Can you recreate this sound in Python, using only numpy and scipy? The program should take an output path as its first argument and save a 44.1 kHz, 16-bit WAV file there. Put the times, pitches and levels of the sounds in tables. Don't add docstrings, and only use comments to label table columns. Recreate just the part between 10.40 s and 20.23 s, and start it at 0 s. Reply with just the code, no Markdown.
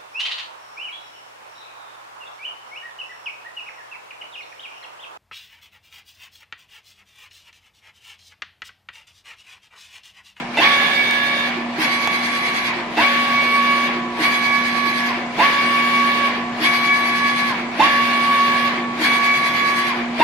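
import sys
import numpy as np
from scipy import signal
from scipy.io import wavfile
from scipy.ndimage import uniform_filter1d, map_coordinates

SR = 44100
rng = np.random.default_rng(int(sys.argv[2]) if len(sys.argv) > 2 else 0)


def unload_audio(sound):
    columns = np.transpose(np.atleast_2d(sound))
    steps = np.round(np.clip(columns, -1, 1) * 32767)
    wavfile.write(sys.argv[1], SR, steps.astype(np.int16))


def invert_db(x):
    u = np.asarray(x, float) / 20
    return 10 ** u


N = 433503
T = np.arange(N) / SR
TEETH = 9

# (start of braking from the stroke before [s], full speed reached [s])
STROKES = [
    (-.13, .245),
    (1.075, 1.44),
    (2.27, 2.63),
    (3.47, 3.85),
    (4.675, 5.04),
    (5.88, 6.26),
    (7.085, 7.445),
    (8.285, 8.655),
    (9.485, 9.855),
]
SHAFT_HZ = [62.82, 62.70]
# (time [s], order 18 [dB], order 27 [dB], order 36 [dB], rail [dB])
NEARNESS = [(.25, -5, -2, 1.5, 2.5), (.45, -5.5, 6, 5.8, 3), (.55, -15.5, 9.5, -1, 1.5),
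            (1.1, -8, 1.5, .3, -1.2), (1.5, -1, -12, -5, -0.5), (1.8, -3.5, -19, -8.5, -0.1),
            (2.3, -3, -12, 2.5, 0.5), (2.8, -2.2, -5, 0, 0.7), (3.3, 1.1, -1, 3.5, 0.6),
            (4.2, 0.3, 3.3, -0.4, -1.1), (5.4, -0.2, -4.5, -.3, 1.25), (6.7, 2.5, 4.5, 2.5, -0.2),
            (7.7, 0.5, 1, -4.5, 1), (9, 3.5, 3, 2, .3)]


def motor(speed, turns, outward):
    whine_side = [-9.5, 0.41, -5.5]
    weak_orders = [9, 16, 26, 28, 29, 32, 34, 35, 37, 44, 45, 52, 54, 55, 58, 63, 64, 72, 73, 80, 99]
    # (outward [dB], backward [dB], side minus mid [dB])
    weak_levels = [(-42, -59, -21), (-50, -49, 5), (-41, -47.5, 4), (-36.5, -45, 4.5), (-50, -52, -6),
                   (-45.5, -42, 8.5), (-48, -59, -14), (-51, -36.5, 5), (-42.5, -40, -13), (-40.5, -55, -8),
                   (-44, -60, 6), (-45.5, -55, -12), (-50, -43, 4), (-43.5, -70, -3), (-47, -71, 6),
                   (-50, -47, -4), (-49.5, -46, -1), (-58, -47, 0), (-66, -70, -17), (-52.5, -70, -8),
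                   (-62.5, -55.5, -8)]
    idler_orders = [54, 58]

    share = speed / SHAFT_HZ[0]
    heard = np.clip((share - .4) / .2, 0, 1)
    shudder = 1 - share
    turns = turns + .12 * shudder * wander(200)
    out = np.zeros((2, N))
    for multiple, side_db, place_db in zip([2, 3, 4], whine_side, whine_db(T)):
        level_db = place_db + 2.2 * wander(25) - 28 * shudder * abs(wander(200))
        out += partial(TEETH * multiple, heard * invert_db(level_db), side_db, turns)

    load_db = rail_db(T)[1]
    throb_db = chain_db(turns, outward)
    fall = np.where(stroke_age(T)[0] < 0, 4, 10)
    for order, (out_db, back_db, side_db) in zip(weak_orders, weak_levels):
        bite = 1.9 if order % 18 == 0 else .6
        throb = 1.9 if order in (72, 73) else .5
        level_db = np.where(outward, out_db, back_db) + bite * load_db
        level_db += 2.2 * wander(60) + throb * throb_db
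        if order in idler_orders:
            level_db += 8.0 * (T < 1.3)
        out += partial(order, invert_db(level_db) * share ** fall, side_db, turns)
    return out


def partial(order, level, side_db, turns):
    blur = (0.31 + 0.0047 * order) * wander(14)
    phase = 2 * np.pi * (order * turns + rng.random()) + blur
    side = invert_db(side_db) * np.cos(phase + 2 * np.pi * rng.random() + 0.67 * wander(1.384))
    return np.sqrt(2) * level * (np.cos(phase) + np.array([side, -side]))


def whine_db(t):
    # (time from full speed [s], order 18 [dB], order 27 [dB], order 36 [dB])
    span_out = [(-.07, -37, -45, -40), (-.043, -10.5, -47, -23.5), (-.015, -17, -42, -32),
                (.025, -19.5, -30, -18), (.1, -23, -32.5, -32), (.37, -21, -39.5, -23),
                (.6, -21.5, -34, -26), (.82, -22, -36.5, -28), (.92, -50, -48, -73)]
    # (time from full speed [s], order 18 [dB], order 27 [dB], order 36 [dB])
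    span_back = [(-.045, -44, -45, -40), (.01, -28.5, -34.5, -21), (.1, -29, -36.5, -28),
                 (.25, -22, -33.5, -22), (.45, -31, -37, -32.5), (.6, -25.5, -34.5, -26),
                 (.82, -31.5, -33, -47), (.865, -21.5, -45, -46), (.93, -42, -36, -48)]

    age, outward = stroke_age(t)
    out_s, *out_levels = np.transpose(span_out)
    back_s, *back_levels = np.transpose(span_back)
    camera_s, *near_levels = np.transpose(NEARNESS)
    levels = []
    for out_db, back_db, near_db in zip(out_levels, back_levels, near_levels):
        belt_db = np.where(outward, np.interp(age, out_s, out_db), np.interp(age, back_s, back_db))
        levels.append(belt_db + np.interp(t, camera_s, near_db))
    return levels


def motion():
    # (time before full speed [s], share of full speed)
    pull_away = [(.11, 0), (.06, .62), (.04, .8), (.018, .93), (0, 1)]

    times, hz = [], []
    for k, (brake, full) in enumerate(STROKES):
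        old_hz, new_hz = SHAFT_HZ[k % 2], SHAFT_HZ[1 - k % 2]
        times += [brake, brake + .1]
        hz += [old_hz, .76 * old_hz]
        slower = 1 + .5 * (k % 2)
        for before_s, share in pull_away:
            times.append(full - before_s * slower)
            hz.append(share * new_hz)
    speed = np.interp(T, times, hz)
    full = np.transpose(STROKES)[1]
    stroke = np.searchsorted(full - pull_away[0][0], T)
    total = np.cumsum(speed) / SR
    turns = total - np.interp(np.append(0, full), T, total)[stroke]
    return speed, turns, stroke % 2


def stroke_age(t):
    full = np.append(-.96, np.transpose(STROKES)[1])
    stroke = np.searchsorted(full[1:] - .15, t)
    return t - full[stroke], stroke % 2 == 1


def carriage(turns, outward):
    # (frequency [Hz], level [dB per Hz])
    outward_colour = [(120, -56.5), (200, -32.5), (240, -11.5), (293, -12.5), (564, -18.5), (923, -9),
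                      (1130, -6), (1230, -15), (2290, -7.5), (2600, -12.5), (7480, -32.5), (12000, -40),
                      (14400, -41), (15500, -107)]
    # (frequency [Hz], level [dB per Hz])
    backward_colour = [(120, -43), (200, -21), (240, -7.5), (293, -23), (352, -11), (437, -25), (906, -10),
                       (1130, -9), (1280, -14.5), (2290, -7), (2700, -14.5), (10400, -36), (13900, -40),
                       (15500, -106)]
    # (frequency [Hz], width [Hz], level [dB])
    housing = [(762, 73, 8.5), (892, 68, -10.5), (1697, 260, 6.5), (2310, 300, 4.5), (2850, 170, 2),
               (3330, 600, 2), (4570, 850, 4.5), (5890, 140, -3), (7650, 570, -17), (8400, 240, 2)]
    layer_hz = [1400, 3800, 10000]

    throb_db = chain_db(turns, outward)

    def level_db(hz, t):
        effort = rail_db(t) + [[-6.5], [0], [0]]
        share = np.array([read(list(zip(layer_hz, row)), hz[:, 0]) for row in np.eye(3)])
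        going_out = np.interp(t, T, outward) > .5
        colour = np.where(going_out, read(outward_colour, hz) + 0.091, read(backward_colour, hz) - .1)
        rings = sum(db / (1 + (2 * (hz - f) / width) ** 2) for f, width, db in housing)
        depth = np.clip(hz / 6000, 0, 1.1) + 0.56 / (1 + ((hz - 4550) / 300) ** 2)
        return colour + rings + share.T @ effort + np.interp(t, T, throb_db) * depth

    ripple = 0.4 * np.cos(2 * np.pi * TEETH * turns) + 0.12 * np.cos(2 * np.pi * turns)
    rail = invert_db(-24.5) * evened(noise(level_db, size=512, patchy_db=2.0))
    body = signal.sosfilt(signal.butter(2, 3500, fs=SR, output="sos"), rail)
    return rail + ripple * (body + 0.2 * (rail - body))


def rail_db(t):
    # (standstill [dB], outward surge [dB], backward surge [dB], braking [dB], coasting after the brake [s])
    rail_layers = [
        (-15, 11, 9, 3.5, 0.097),
        (-16, 6.5, 5, -2, 0.06),
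        (-30.5, 4, 7, -10.2, 0.03),
    ]
    rise_s, surge_s, settle_s = 0.12, 0.041, 0.081
    cruise_s, fade_s, brake_s = 0.844, 0.12, 0.031

    age, outward = stroke_age(t)
    surge = np.where(age < 0, np.exp(-(age / surge_s) ** 2), np.exp(-abs(age) / settle_s))
    brake = np.exp(-((age - cruise_s - brake_s) / brake_s) ** 2)
    camera_s, *_, near_db = np.transpose(NEARNESS)
    layers = []
    for still_db, out_db, back_db, brake_db, coast_s in rail_layers:
        not_yet = -(age + surge_s) / rise_s
        over = (age - cruise_s - coast_s) / fade_s
        stillness = np.clip(np.maximum(not_yet, over), 0, 1)
        level = still_db * stillness + np.where(outward, out_db, back_db) * surge
        layers.append(level + brake_db * brake + np.interp(t, camera_s, near_db))
    return np.array(layers)


def chain_db(turns, outward):
    turns_per_link = 6.69
    return np.where(outward, .9, 2.7) * np.cos(2 * np.pi * (turns + 0.66) / turns_per_link)


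def knocks():
    blows = frame_thumps() + belt_snatches() + camera_ticks()
    return signal.sosfilt(signal.butter(2, 170, "high", fs=SR, output="sos"), blows)


def thumps():
    # (time after braking [s], level [dB], pitch [Hz])
    brake_thump = (.09, -24, 349)
    # (time before full speed [s], outward [dB], backward [dB], pitch [Hz])
    start_thump = (0.06, -19, -18, 310.5)

    after_s, brake_db, brake_hz = brake_thump
    before_s, *start_db, start_hz = start_thump
    rows = [(brake + after_s, brake_db, brake_hz) for brake, _ in STROKES[1:]]
    for k, (_, full) in enumerate(STROKES):
        rows.append((full - before_s, start_db[k % 2], start_hz))
    return rows


def frame_thumps():
    out, t = np.zeros(N), np.arange(9000) / SR
    for s, db, hz in thumps():
        judder = 1 + .45 * evened(uniform_filter1d(rng.standard_normal(len(t)), size=180))
        swell = invert_db(db - 60 * t / 0.27) * (1 - np.exp(-t / 0.0056))
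        add(out, s, judder * swell * np.sin(2 * np.pi * hz * t * (1.03 - 0.456 * t)))
    return out


def belt_snatches():
    # (time [s], peak [dB])
    snatches = [
        (0.165, -5),
        (2.566, -8),
        (4.986, -8.5),
        (7.392, -7),
        (9.79, -9),
    ]
    # (frequency [Hz], level [dB], time to fall 60 dB [s])
    bracket = [(686, -8.5, 0.12), (880.5, -6.5, 0.2), (1640, -12, .06), (2070, -3, 0.05), (2677, 1, 0.04),
               (3570, -8.5, 0.049)]

    out, t = np.zeros(N), np.arange(9000) / SR
    ring = sum(invert_db(db - 60 * t / t60) * np.sin(2 * np.pi * hz * t) for hz, db, t60 in bracket)
    for s, db in snatches:
        rattle = rng.standard_normal(len(t)) * np.exp(-t / 0.022) * np.minimum(t / 0.015, 1)
        add(out, s, invert_db(db - 25.5) * signal.fftconvolve(rattle, ring)[:len(t)])
    return out


def camera_ticks():
    # (time [s], peak [dB], low knock [dB])
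    ticks = [
        (0.71, -11.5, -25),
        (1.6485, -24, -31),
        (1.6735, -9.5, -13.5),
        (1.7904, -29, -37),
        (2.88, -20, -26),
    ]

    out, t = np.zeros(N), np.arange(9000) / SR
    for s, db, low_db in ticks:
        snap = np.exp(-t / .00015) * np.sin(2 * np.pi * 3000 * t + 1.1) * 2
        low_knock = np.exp(-t / .0015) * np.sin(2 * np.pi * 800 * t + .5)
        add(out, s + .0012, invert_db(db) * snap - invert_db(low_db + 7) * low_knock)
    return out


def room(x):
    # (frequency [Hz], time to fall 60 dB [s])
    decay = [(200, 1.6), (1200, 2.2), (3000, 1.46), (8000, 0.045)]

    taps = np.zeros((2, SR))
    at = np.arange(400, SR - 20, 20) + rng.integers(0, 20, (2, (SR - 401) // 20))
    np.put_along_axis(taps, at, rng.choice([-1., 1.], at.shape), 1)
    hz, t, z = signal.stft(taps, SR, nperseg=256)
    fading = invert_db(-60 * t / read(decay, hz)[:, None])
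    tail = signal.istft(z * fading, SR, nperseg=256)[1]
    return signal.fftconvolve(x[None], tail / np.linalg.norm(tail[0]), axes=1)[:, :N]


def workshop():
    # (frequency [Hz], level [dB], width [Hz])
    hum = [(59, -60.5, 4.7), (122.4, -54.5, 4.7), (239.9, -30.5, 0.9), (355.3, -41, 3.1), (709, -41, 16.7),
           (885, -63, 7.7), (995, -41, 23.5)]
    # (frequency [Hz], level [dB per Hz])
    air = [(12, -55.5), (20, -20), (59, -36.5), (147, -9), (242, -6.5), (433, -11), (693, -6.5),
           (1110, -8.5), (1350, -16), (2220, -15.5), (7510, -35.5), (9900, -50), (11100, -46),
           (12000, -101.5), (15000, -100)]

    lines = np.zeros(N)
    for hz, db, width in hum:
        phase = 2 * np.pi * np.cumsum(hz + width * wander(30) / 2) / SR
        lines += invert_db(db + 2.04 * wander(7.2)) * np.sqrt(2) * np.cos(phase)
    wash = noise(lambda hz, t: read(air, hz) + 0 * t, size=2048, patchy_db=1.5)
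    nearer_db = np.interp(T, [2.2, 2.8], [-3.5, 0])
    return lines * invert_db(nearer_db + np.array([[-.8], [.8]])) + invert_db(-31) * evened(wash)


def noise(level_db, size, patchy_db):
    # (frequency [Hz], left-right likeness)
    likeness = [(60, 0.78), (150, 0.99), (380, 0.89), (950, 0.56), (2380, 0.12), (5980, -0.062),
                (15000, -0.13)]
    # (frequency [Hz], left minus right [dB])
    lean = [(60, 1), (130, 0.5), (290, 1.5), (640, -1), (1410, 4), (3100, 0), (4500, -7), (8000, 5.5),
            (15000, 6.5)]

    hz = np.fft.rfftfreq(size, 1 / SR)
    t = np.arange(4 * N // size + 5) * size / 4 / SR
    a, b, c, d, patches = rng.standard_normal((len(t), len(hz), 5)).T
    patches = uniform_filter1d(patches, size=size // 170, axis=0)
    patches = evened(uniform_filter1d(patches, size=8192 // size, axis=1))
    same = np.clip(read(likeness, hz), -1, 1)[:, None]
    left = a + 1j * b
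    right = same * left + np.sqrt(1 - same ** 2) * (c + 1j * d)
    flaky = 1 + 1.4 * np.clip(hz[:, None] / 3000 - 1.7, 0, 1)
    lean_db = np.multiply.outer([.5, -.5], read(lean, hz))[..., None]
    z = np.array([left, right]) * invert_db(level_db(hz[:, None], t) + patchy_db * flaky * patches + lean_db)
    return signal.istft(z, nperseg=size, noverlap=3 * size // 4)[1][:, :N]


def wander(hz):
    f = np.geomspace(hz / 15, hz, 16)[:, None]
    slow_t = T[::256]
    slow = (np.sin(2 * np.pi * (f * slow_t + rng.random(f.shape))) / np.sqrt(f)).sum(0)
    return np.interp(T, slow_t, evened(slow))


def evened(x):
    return x / np.sqrt(np.mean(x ** 2) + 1e-20)


def read(points, hz):
    f, value = np.transpose(points)
    return np.interp(np.log(hz + 1), np.log(f + 1), value)


def add(mix, s, sound):
    part = mix[round(s * SR):][:len(sound)]
    part += sound[:len(part)]


def scene():
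    # (time [s], left minus right [dB])
    pan = [(0.0, -1.5), (1.58, -3), (1.94, -1), (3.06, -1.5), (3.45, 1), (4.41, -3), (4.84, -0.5),
           (7.06, -0.5), (7.23, -0.5), (9.83, 0.5)]

    speed, turns, outward = motion()
    printer = motor(speed, turns, outward) + carriage(turns, outward) + knocks()
    pan_db = np.interp(T, *np.transpose(pan))
    travel_s = np.cumsum(np.where(outward, speed, -speed)) / SR * 4e-5
    far = map_coordinates(printer[0], [(T - travel_s - .003) * SR], order=3)
    walls = invert_db(-16.5) * room(far)
    return printer * invert_db(np.array([pan_db, -pan_db]) / 2) + walls + workshop()


def top_cut(x):
    return signal.sosfilt(signal.butter(12, 15800, fs=SR, output="sos"), x)


def record(dry):
    limited = np.tanh(dry / 1.8) * 1.8
    treble_cut = signal.firwin(767, 14780, fs=SR)
    mix = signal.oaconvolve(limited, treble_cut[None], "same")
    return top_cut(mix)


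dry = scene()
out = record(dry)
unload_audio(out)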